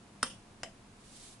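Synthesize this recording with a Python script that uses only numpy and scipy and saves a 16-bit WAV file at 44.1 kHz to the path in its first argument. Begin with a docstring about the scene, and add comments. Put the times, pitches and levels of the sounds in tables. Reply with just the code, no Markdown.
"""Hum and hiss fill a small room. Close by, a thumb presses the push button of an old panel clock:
the lever trips and snaps home, each impact cracking and ringing the modes of the case and works,
which rattle faintly as they settle. The button springs back with a softer, duller click.
Last, the hand slides away, and the friction of the skin makes a soft brush."""
import sys
import numpy as np
from scipy import signal
from scipy.fft import rfft, irfft, next_fast_len
from scipy.io import wavfile
from scipy.ndimage import map_coordinates

SR = 44100
rng = np.random.default_rng(int(sys.argv[2]) if len(sys.argv) > 2 else 0)


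def log_audio(samples):
    """Write samples as a 16-bit WAV file to the path given in sys.argv[1]."""
    # one column per channel
    frames = np.atleast_2d(samples).T
    # limit to full scale, then quantise
    limited = np.clip(frames, -1, 1)
    pcm = np.round(limited * 32767).astype(np.int16)
    wavfile.write(sys.argv[1], SR, pcm)


N = 61739
TOP_HZ = 11080  # upper band limit

# normal modes of the case and works (f/Hz, t60/s, level on press/dB, level on release/dB)
CLOCK_MODES = [(189, 0.041, -39, -66), (235, 0.12, -42, -82), (502, 0.039, -35, -51),
               (671, 0.045, -61, -37), (1090, 0.0045, -28, -45), (1168, 0.026, -28, -37),
               (1345, 0.013, -15.5, -34), (1443, 0.011, -21.5, -31), (1900, 0.026, -44, -41),
               (2670, 0.019, -32, -36.5), (3110, 0.058, -39.5, -44), (3754, 0.033, -37, -58),
               (4375, 0.034, -36, -55), (5068, 0.025, -29, -33), (5210, 0.063, -34.5, -44.5),
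               (5850, 0.017, -30, -63), (7570, .02, -40, -36.5), (8980, 0.018, -27.5, -48)]
# left-right coherence of the room's diffuse field (f/Hz, coherence)
ROOM_COHERENCE = [(100, .99), (500, 0.87), (1400, 0.64), (4000, .1), (11000, 0.055)]


def amp(db):
    """Amplitude ratio of a level: a factor of ten per 20 dB."""
    return 10 ** (np.asarray(db) / 20)


def unit(x):
    """Normalisation to an rms of 1."""
    return x / np.sqrt(np.mean(x ** 2) + 1e-20)


def along(points, hz):
    """Interpolation of (f/Hz, value) points on a logarithmic frequency axis."""
    freqs, values = np.transpose(points)
    return np.interp(np.log(hz + 1), np.log(freqs + 1), values)


def wobble(rate):
    """Smooth random modulation: a spline through `rate` Gaussian knots a second."""
    return map_coordinates(rng.standard_normal(256), [np.arange(N) * rate / SR], mode="wrap")


def filtered(x, response):
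    """Linear filtering: the spectrum is multiplied by a frequency response."""
    size = next_fast_len(N + SR // 2)
    return irfft(rfft(x, size) * response(np.fft.rfftfreq(size, 1 / SR)), size)[..., :N]


def delayed(x, seconds):
    """Pure time delay of a stereo signal."""
    return np.pad(x, [(0, 0), (max(round(seconds * SR), 0), 0)])[:, :N]


def pan(db):
    """Interchannel level difference: left and right gains, positive to the left."""
    return amp([[db], [-db]])


def noise(colour, coherence):
    """Coloured stereo noise of rms 1; the balance of mid and side sets its coherence."""
    def response(hz):
        angle = np.arccos(np.clip(along(coherence, hz), -1, 1)) / 2
        return amp(along(colour, hz)) * (hz < TOP_HZ) * np.array([np.cos(angle), np.sin(angle)])
    mid, side = filtered(rng.standard_normal((2, N)), response)
    return unit(np.array([mid + side, mid - side]))


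def room_tone(air_db=-57, waver_db=2, drift_rad=1.0):
    """Broadband rumble and hiss under a faint hum that wavers by amplitude and phase modulation."""
    # spectrum of the background noise (f/Hz, relative level/dB)
    air_colour = [(12, -30), (20, 2), (71, -11), (108, -0.5), (174, -8), (204, -1), (266, -6.5), (303, -7),
                  (619, -15), (896, -13.5), (1980, -20.5), (2570, -20.5), (3270, -23.5), (3730, -24),
                  (11000, -29), (14300, -97), (22000, -120)]
    # its left-right coherence (f/Hz, coherence)
    air_coherence = [(60, .98), (200, 0.98), (500, 0.63), (1400, 0.25), (4000, 0.11), (11000, 0.23)]
    # partials of the hum (f/Hz, rms level/dB)
    partials = [(201, -69.5), (699, -75)]
    t = np.arange(N) / SR
    hum = sum(amp(db + waver_db * wobble(5.4)) * np.sin(2 * np.pi * hz * t + drift_rad * wobble(9.3))
              for hz, db in partials)
    return amp(air_db) * noise(air_colour, air_coherence) + np.sqrt(2) * hum


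def sliding_hand(rough_db=1, rough_rate=70, pan_db=-1.3):
    """Friction noise: skin brushes along the mounting plate, swelling and fading."""
    # envelope of the slide (t/s, level/dB)
    slide = [(.93, -77.5), (1.04, -64.5), (1.15, -56), (1.25, -54), (1.33, -57.5), (1.371, -66.5),
             (1.4, -72)]
    # spectrum of rubbing skin (f/Hz, relative level/dB)
    skin_colour = [(100, -41), (400, -24), (1200, -15), (2400, -6.5), (3700, -1), (6500, -1.5), (8700, 0.5),
                   (11000, -4)]
    level_db = np.interp(np.arange(N) / SR, *np.transpose(slide)) + rough_db * wobble(rough_rate)
    return pan(pan_db) * amp(level_db) * noise(skin_colour, ROOM_COHERENCE)


def settling_works(rise_s=0.0022):
    """Damped vibration: the works rattle faintly after the hands have flown back to zero."""
    # decaying noise bursts of the rattle (t/s, level/dB, t60/s)
    rattles = [(.262, -41.5, .12), (.297, -48, 0.25)]
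    # their spectrum (f/Hz, relative level/dB)
    colour = [(100, 2), (1200, -10.5), (2300, -10), (2900, 6.5), (3500, 2), (4000, -12), (5200, 0.5),
              (7000, -7), (11000, -25)]
    t = np.arange(N) / SR
    swell = 1 - np.exp(-t / rise_s)
    return sum(delayed(noise(colour, ROOM_COHERENCE) * swell * amp(db - 60 * t / t60), start)
               for start, db, t60 in rattles)


def in_room(direct, pan_db=-0.5, reverb_db=-6):
    """Reverberation: direct sound, early reflections, then an exponentially decaying diffuse tail."""
    # reflections off near surfaces (delay/s, left level/dB, right level/dB)
    reflections = [(.0032, -17, -12.5), (.0075, -26, -44), (.0094, -18.5, -14)]
    # reverberation time (f/Hz, t60/s)
    decay_times = [(100, 0.57), (300, 0.17), (1200, 0.22), (3000, 0.21), (6000, 0.26), (11000, 0.3)]
    # spectrum at the start of the tail (f/Hz, relative level/dB)
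    colour = [(80, -11.5), (250, 4), (700, 5.5), (1300, -9.5), (2000, 1.5), (3100, 2.5), (5000, -5.5),
              (7000, -1.5), (9000, -0.5), (11000, 0.5)]
    hz, t, spectra = signal.stft(noise(colour, ROOM_COHERENCE), SR, nperseg=256)
    decay = amp(-60 * t / along(decay_times, hz)[:, None])
    _, tail = signal.istft(spectra * decay, SR, nperseg=256)
    diffuse = signal.fftconvolve(direct, tail / np.linalg.norm(tail), axes=1)[:, :N]
    early = sum(amp([[left_db], [right_db]]) * delayed(direct, lag)
                for lag, left_db, right_db in reflections)
    return pan(pan_db) * direct + early + amp(reverb_db) * diffuse


def crack(colour, t60, rise_s=0.00046):
    """Contact noise: a brief broadband transient, coloured by a causal, minimum-phase filter."""
    # left-right coherence of the contact noise (f/Hz, coherence)
    coherence = [(300, .99), (1500, 0.91), (4000, 0.56), (11000, 0.48)]
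    size = 4096
    t = np.arange(size) / SR
    gain = unit(amp(along(colour, np.fft.rfftfreq(size, 1 / SR))))
    cepstrum = irfft(np.log(gain))
    cepstrum[1:size // 2] *= 2  # folded onto positive time, so nothing rings before the contact
    cepstrum[size // 2 + 1:] = 0
    envelope = amp(-60 * t / t60) * (1 - np.exp(-t / rise_s))
    spatter = noise([(TOP_HZ, 0)], coherence)[:, :size] * envelope
    spatter = unit(spatter) * np.sqrt(np.mean(envelope ** 2))
    coloured = irfft(rfft(spatter) * np.exp(rfft(cepstrum)))
    return np.pad(coloured, [(0, 0), (0, N - size)])


def click(contacts, mode_levels, colour, rise_s=0.00048):
    """Impact excitation: each metal contact cracks and rings the case as a sum of damped modes."""
    t = np.arange(N) / SR
    ring = sum(amp(db - 60 * t / t60) * np.sin(2 * np.pi * hz * t)
               for (hz, t60, _, _), db in zip(CLOCK_MODES, mode_levels))
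    ring *= np.expm1(-t / rise_s)
    return sum(delayed(amp(ring_db) * ring + amp(crack_db) * crack(colour, t60), start)
               for start, ring_db, crack_db, t60 in contacts)


def button():
    """The point of impact weights the modes: press and release strike the clock in different places."""
    # contacts (t/s, ring gain/dB, crack level/dB, crack t60/s)
    lever_trip = [(.2279, -27, -24, 0.012)]
    lever_snap = [(.2299, 2.5, -14.5, 0.0061)]
    spring_back = [(.6328, 0, -24.5, 0.0081), (.6369, -36, -38, 0.014)]
    # spectra of their cracks (f/Hz, relative level/dB)
    trip_colour = [(100, -24), (700, -12), (1100, 9), (2000, 6), (3000, 5), (4500, 10), (6000, 6),
                   (7500, -17), (8700, 15), (10000, -20), (11000, -48)]
    snap_colour = [(20, -20), (80, -19.5), (200, 5), (400, -10), (750, -7.5), (1300, 1), (2200, -3.5),
                   (4000, -2.5), (6000, 3.5), (7000, -9.5), (8900, 6), (9900, -3.5), (11000, -7.5)]
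    spring_colour = [(20, -36), (80, -2), (270, -6.5), (700, 4.5), (1600, 4.5), (2900, 5), (4100, -7.5),
                     (5500, -0.5), (7700, -3.5), (9000, -13), (11000, -10.5)]
    _, _, press_db, release_db = np.transpose(CLOCK_MODES)
    press = in_room(click(lever_trip, press_db, trip_colour) + click(lever_snap, press_db, snap_colour))
    release = in_room(click(spring_back, release_db, spring_colour))
    return press + release


def scene():
    """Superposition: the pressures of button, works, hand and room add."""
    return button() + settling_works() + sliding_hand() + room_tone()


def record(dry):
    """Band limiting: a steep low-pass removes the treble above TOP_HZ."""
    return filtered(dry, lambda hz: 1 / np.sqrt(1 + (hz / TOP_HZ) ** 160))


dry = scene()
out = record(dry)
log_audio(out)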